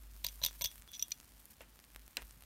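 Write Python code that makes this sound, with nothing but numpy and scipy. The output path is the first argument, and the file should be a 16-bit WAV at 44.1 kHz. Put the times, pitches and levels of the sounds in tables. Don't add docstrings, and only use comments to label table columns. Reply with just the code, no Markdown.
import sys
import numpy as np
from scipy import signal
from scipy.fft import rfft, irfft, next_fast_len
from scipy.io import wavfile
from scipy.ndimage import map_coordinates

SR = 44100
rng = np.random.default_rng(int(sys.argv[2]) if len(sys.argv) > 2 else 0)


def log_audio(samples):
    frames = np.atleast_2d(samples).T
    limited = np.clip(frames, -1, 1)
    pcm = np.round(limited * 32767).astype(np.int16)
    wavfile.write(sys.argv[1], SR, pcm)


N = 108045
T = np.arange(SR // 4) / SR
TOP_HZ = 15850
PHASE_WANDER = 0.25

# frequency in Hz, relative level in dB.
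CONTACT_SPECTRUM = [(300, -52), (1900, -15.5), (2350, -3.5), (2900, -4), (3700, 2.5), (5200, -5.5),
                    (6300, 1), (7300, -11.5), (15000, -17)]


def amp(db):
    return 10 ** (np.asarray(db) / 20)


def unit(x):
    return x / np.sqrt(np.mean(x ** 2) + 1e-20)


def along(points, hz):
    f, v = np.transpose(points)
    return np.interp(np.log(hz + 1), np.log(f + 1), v)


def curve(rows):
    return np.interp(np.arange(N) / SR, *np.transpose(rows))


def wobble(rate, size):
    knots = rng.standard_normal(2048)
    return map_coordinates(knots, [np.arange(size) * rate / SR], mode="mirror")


def filtered(x, gain):
    m = next_fast_len(len(x) + 4096)
    hz = np.fft.rfftfreq(m, 1 / SR)
    return irfft(rfft(x, m) * gain(hz), m)[:len(x)]


def noise(spectrum, size=len(T)):
    white = rng.standard_normal(size)
    return unit(filtered(white, lambda hz: amp(along(spectrum, hz))))


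def fade(t60):
    return np.exp(-np.log(1000) * T / t60)


def burst(spectrum, envelope):
    x = noise(spectrum) * envelope
    return x * np.linalg.norm(envelope) / np.linalg.norm(x)


def ring(modes):
    total = np.zeros(len(T))
    for hz, db, t60 in modes:
        level = amp(db + rng.normal(0, 0.5))
        phase = 2 * np.pi * hz * rng.normal(1, 0.0027) * T + PHASE_WANDER * wobble(330, len(T))
        total += level * fade(t60) * np.sin(phase)
    return total * (1 - fade(0.0013))


def add(out, s, x):
    i = max(round(s * SR), 0)
    out[i:i + len(x)] += x[:max(N - i, 0)]


def background():
    # time in seconds, relative level in dB.
    hum_level = [(0.0, -57.5), (0.03, -54), (0.67, -58), (0.71, -74), (0.8, -57), (0.83, -67.5),
                 (1.11, -77), (1.19, -65), (1.24, -95), (1.33, -62.5), (1.54, -84), (1.66, -62.5),
                 (1.86, -83), (1.97, -55.5), (2.14, -76), (2.24, -51.5), (2.28, -63), (2.45, -65.5)]
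    # frequency in Hz, relative level in dB.
    air_spectrum = [(20, -25), (35, -9), (55, 8), (80, 1.5), (130, -2), (180, -5), (240, -2.5),
                    (400, -14.5), (1000, -13.5), (3000, -17.5), (15000, -25)]
    hum_hz, hum_wander, air_db = 51, 0.17, -66
    phase = 2 * np.pi * hum_hz * np.arange(N) / SR + hum_wander * wobble(2.7, N)
    hum = np.sqrt(2) * np.sin(phase)
    return amp(curve(hum_level) + 1) * hum + amp(air_db) * noise(air_spectrum, N)


def pop():
    # frequency in Hz, relative level in dB.
    pop_spectrum = [(200, -42), (1200, 5.5), (4000, 0.5), (8000, -0.5), (12500, 5.5), (16000, -4)]
    t60, tail_db, tail_t60 = 0.0009, -25.5, 0.011
    x = noise(pop_spectrum) * (fade(t60) + amp(tail_db) * fade(tail_t60))
    x = filtered(x, lambda hz: hz < TOP_HZ)
    return x / np.abs(x).max()


def coil():
    # time in seconds, relative level in dB.
    sizzle_level = [(0.015, -65.5), (0.09, -71), (0.15, -64.5), (0.32, -58), (0.395, -63.5), (0.52, -62),
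                    (0.585, -57.5), (0.78, -61), (0.84, -71.7), (0.96, -62.5), (1.07, -61.5), (1.16, -68.5),
                    (1.3, -65.5), (1.44, -69), (1.51, -68), (1.545, -71), (1.88, -71.3), (2.1, -70),
                    (2.28, -64), (2.43, -68)]
    # frequency in Hz, relative level in dB.
    fizz_spectrum = [(500, -19), (2000, -10), (5000, -6), (7800, -6), (9500, 0.5), (10500, -6),
                     (12400, 1.5), (13700, 1), (14500, 3.5), (16000, -16)]
    # start in seconds, length in seconds, level in dB.
    spurts = [(1.393, 0.016, -58.5), (1.499, 0.02, -57), (1.517, 0.0075, -58)]
    # start in seconds, peak in dB.
    pops = [(0.1647, -41), (.358, -37), (0.4852, -32), (0.5108, -35), (0.53, -37), (0.7154, -35),
            (0.7574, -37.5), (0.78, -37), (0.8218, -37), (.877, -39), (0.9177, -35), (1.083, -37),
            (1.2011, -34.5), (1.3954, -44.5), (1.4555, -38), (1.6171, -38.5), (1.7912, -38), (1.8003, -43),
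            (1.8415, -39), (1.948, -38), (1.9612, -29), (1.9946, -42), (2.064, -44), (2.0794, -34.5),
            (2.221, -34.5), (2.2269, -35), (2.3095, -37), (2.4085, -43), (2.4231, -37), (2.4368, -40)]
    sizzle_db = -2.5
    crack_count, least_db, spread_db, most_above_db = 560, -55.5, 3.6, 10
    follow = 0.28

    level_db = curve(sizzle_level)
    out = amp(level_db + sizzle_db + 2.1 * wobble(120, N)) * noise(fizz_spectrum, N)
    for s, length, db in spurts:
        jet = unit(noise(fizz_spectrum) * amp(4.2 * wobble(1500, len(T))))
        arch = np.sin(np.pi * np.minimum(T / length, 1))
        add(out, s, amp(db) * jet * arch)
    for s, db in pops:
        add(out, s, amp(db) * pop())

    cracks = np.zeros(N)
    shapes = [pop() for _ in range(32)]
    for k, (when, size) in enumerate(rng.random((crack_count, 2))):
        above_db = min(-spread_db * np.log(size), most_above_db)
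        add(cracks, when * N / SR, amp(least_db + above_db) * shapes[k % len(shapes)])
    return out + cracks * amp(follow * (level_db - level_db.mean()))


def tweezers():
    # start in seconds, rasp level in dB, rasp t60 in seconds, treble level in dB,
    # ping level in dB, ping pitch in Hz, steel ring level in dB, case knock level in dB.
    clinks = [(0.2421, -37.5, 0.023, -43, -43, 3530, -58, -66),
              (.2450, -41, 0.038, -54, -43, 3930, -50, -59),
              (0.2462, -25, 0.0078, -23.5, -29, 4020, -54, -46.5),
              (.2656, -30, 0.0075, -25, -23.5, 4800, -60, -54.5),
              (.2857, -40, 0.018, -55, -45, 5810, -51, -72), (.4165, -46, 0.0091, -54, -37, 3900, -56, -48),
              (.4252, -39, 0.0072, -56, -37, 4070, -51, -70),
              (.4328, -41.5, 0.051, -44, -41, 3850, -58, -57),
              (.4375, -24, 0.0075, -32, -19.5, 4040, -33.5, -45),
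              (.4452, -37, 0.013, -33, -44, 4460, -60, -74),
              (.4490, -21, 0.0072, -18.5, -26, 4920, -55, -48.5),
              (.4620, -29, .010, -22.5, -27.5, 3680, -38.5, -47.5),
              (.4650, -33, 0.014, -39, -30.5, 3505, -53, -72),
              (.6108, -32.5, 0.01, -34, -37, 2250, -55, -44.5),
              (.6160, -34.5, 0.012, -40, -41, 3540, -49, -82),
              (.6198, -36, 0.011, -29, -37, 3950, -36.5, -46.5),
              (.6415, -28.5, 0.011, -29, -33, 5620, -35.5, -54),
              (.6452, -29.5, 0.018, -31, -31, 4670, -62, -46),
              (.6513, -40, 0.0092, -40, -33, 5450, -48, -72), (.6570, -29, 0.011, -39, -29, 6040, -44, -56),
              (.6595, -47, 0.027, -39, -34.5, 3390, -45, -67),
              (.6708, -48, 0.0073, -52, -39, 5640, -50.5, -63),
              (.9950, -43, 0.027, -65, -37, 5800, -49.5, -80),
              (1.0160, -40, 0.0066, -56, -61, 5500, -61, -89),
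              (1.0250, -32, 0.011, -30.5, -21.5, 5920, -41.5, -72),
              (1.1073, -49, 0.013, -44, -70, 4600, -61, -90),
              (1.1174, -34, 0.019, -49, -39.5, 2450, -59, -79),
              (1.1193, -37, 0.0096, -37, -25, 5880, -53, -86),
              (1.1218, -58, 0.0081, -42, -32, 4310, -56, -82)]
    # frequency in Hz, relative level in dB.
    treble_spectrum = [(3000, -33), (6500, -2.5), (8800, -2), (10200, -5), (11500, 0.5), (13000, 2.5),
                       (13600, 13), (14200, 2), (16000, -10)]
    # frequency in Hz, relative level in dB, t60 in seconds.
    steel_modes = [(2790, -14, 0.084), (3360, -9.5, 0.13), (3495, -4, 0.056), (3700, -10.5, 0.1),
                   (5897, 4, 0.035), (6230, -6.5, 0.059), (9010, -12, 0.064), (13000, -14, 0.056),
                   (13480, 4, 0.034)]
    # frequency in Hz, relative level in dB, t60 in seconds.
    case_modes = [(145.4, -4.5, 0.048), (590, -6, 0.049), (645, -9, 0.055), (966, -3, 0.056),
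                  (1680, -5, 0.023)]
    attack_s, ping_lasts = 0.00031, 1.64

    out = np.zeros(N)
    rise = 1 - np.exp(-T / attack_s)
    for s, rasp_db, t60, treble_db, ping_db, hz, ring_db, knock_db in clinks:
        envelope = rise * fade(t60)
        rasp = amp(rasp_db) * burst(CONTACT_SPECTRUM, envelope)
        treble = amp(treble_db) * burst(treble_spectrum, envelope)
        ping = ring([(hz, ping_db, ping_lasts * t60)])
        steel = amp(ring_db) * ring(steel_modes)
        knock = amp(knock_db) * ring(case_modes)
        add(out, s, rasp + treble + ping + steel + knock)
    return out


def scrapes():
    # start in seconds, length in seconds, song level in dB, grit level in dB,
    # boost of the upper modes in dB.
    slides = [(0.249, 0.036, -56, -49, -5), (.436, .07, -49, -48.5, -3), (0.658, 0.076, -55, -66, -12),
              (0.88, 0.074, -61.5, -75, -14), (0.933, 0.02, -45.5, -51.5, -5),
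              (0.9448, 0.027, -42, -53, 6.5)]
    # frequency in Hz, relative level in dB.
    squeal_modes = [(3400, -1), (3520, -13), (5890, 2), (6050, -10)]
    flutter_db, upper_hz = 6.5, 4500

    out = np.zeros(N)
    for s, length, db, grit_db, upper_db in slides:
        song = np.zeros(len(T))
        for hz, level in squeal_modes:
            mode_db = level + upper_db * (hz > upper_hz) + flutter_db * wobble(239, len(T))
            phase = 2 * np.pi * hz * T + PHASE_WANDER * wobble(200, len(T))
            song += amp(mode_db) * np.sin(phase)
        grit = unit(noise(CONTACT_SPECTRUM) * amp(3.7 * wobble(913, len(T))))
        envelope = (1 - fade(0.0036)) * np.sqrt(np.clip(1 - T / length, 0, 1))
        add(out, s, (amp(db) * unit(song) + amp(grit_db) * grit) * envelope)
    return out


def bumps():
    # start in seconds, level in dB, pitch in Hz.
    nudges = [(0.653, -48, 85.5), (1.607, -43.5, 518), (2.368, -54.5, 140)]
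    cycles = 10
    out = np.zeros(N)
    for s, db, hz in nudges:
        add(out, s, ring([(hz, db, cycles / hz)]))
    return out


def button():
    # start in seconds, snap level in dB, snap tilt in dB per octave,
    # spring level in dB, hollow ring level in dB.
    clicks = [(1.6068, -47, -9.5, -58, -53), (2.1697, -24.5, 2.5, -30.5, -45)]
    # frequency in Hz, relative level in dB.
    snap_spectrum = [(200, -33), (600, -19), (1200, -29), (1900, -0.5), (2700, 12), (3300, 4.5),
                     (4700, -5.5), (6000, 1), (6800, -24), (7600, -2.5), (9500, -16), (15000, -15.5)]
    # frequency in Hz, relative level in dB.
    hollow_spectrum = [(120, -31), (200, -5.5), (307, -2.5), (436, -6), (774, -4.5), (1290, -10),
                       (1560, -3), (3000, -9), (4990, -24), (5850, -19), (9000, -19), (11700, -50),
                       (19800, -120)]
    # frequency in Hz, relative level in dB, t60 in seconds.
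    spring_modes = [(4060, -1, 0.019), (7430, -7.5, 0.013)]
    snap_t60, hollow_t60 = 0.0085, 0.15

    out = np.zeros(N)
    for s, db, tilt_db, spring_db, hollow_db in clicks:
        tilted = [(hz, level + tilt_db * np.log2(hz)) for hz, level in snap_spectrum]
        snap = amp(db) * burst(tilted, fade(snap_t60))
        spring = amp(spring_db) * ring(spring_modes)
        hollow = amp(hollow_db) * burst(hollow_spectrum, fade(hollow_t60))
        add(out, s, snap + spring + hollow)
    return out


def room(x):
    # frequency in Hz, t60 in seconds.
    room_t60 = [(200, .3), (2000, .24), (6000, .15), (14000, .12)]
    hz, t, z = signal.stft(rng.standard_normal(SR // 2), SR, nperseg=256)
    decay = amp(-60 * t / along(room_t60, hz)[:, None])
    tail = signal.istft(z * decay, SR, nperseg=256)[1]
    return signal.fftconvolve(x, tail / np.linalg.norm(tail))[:N]


def scene():
    room_db = -23
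    near = coil() + tweezers() + scrapes() + bumps() + button()
    return (near + amp(room_db) * room(near) + background())[None]


def record(dry):
    return np.array([filtered(x, lambda hz: np.clip((TOP_HZ - hz) / 100 + .5, 0, 1)) for x in dry])


dry = scene()
out = record(dry)
log_audio(out)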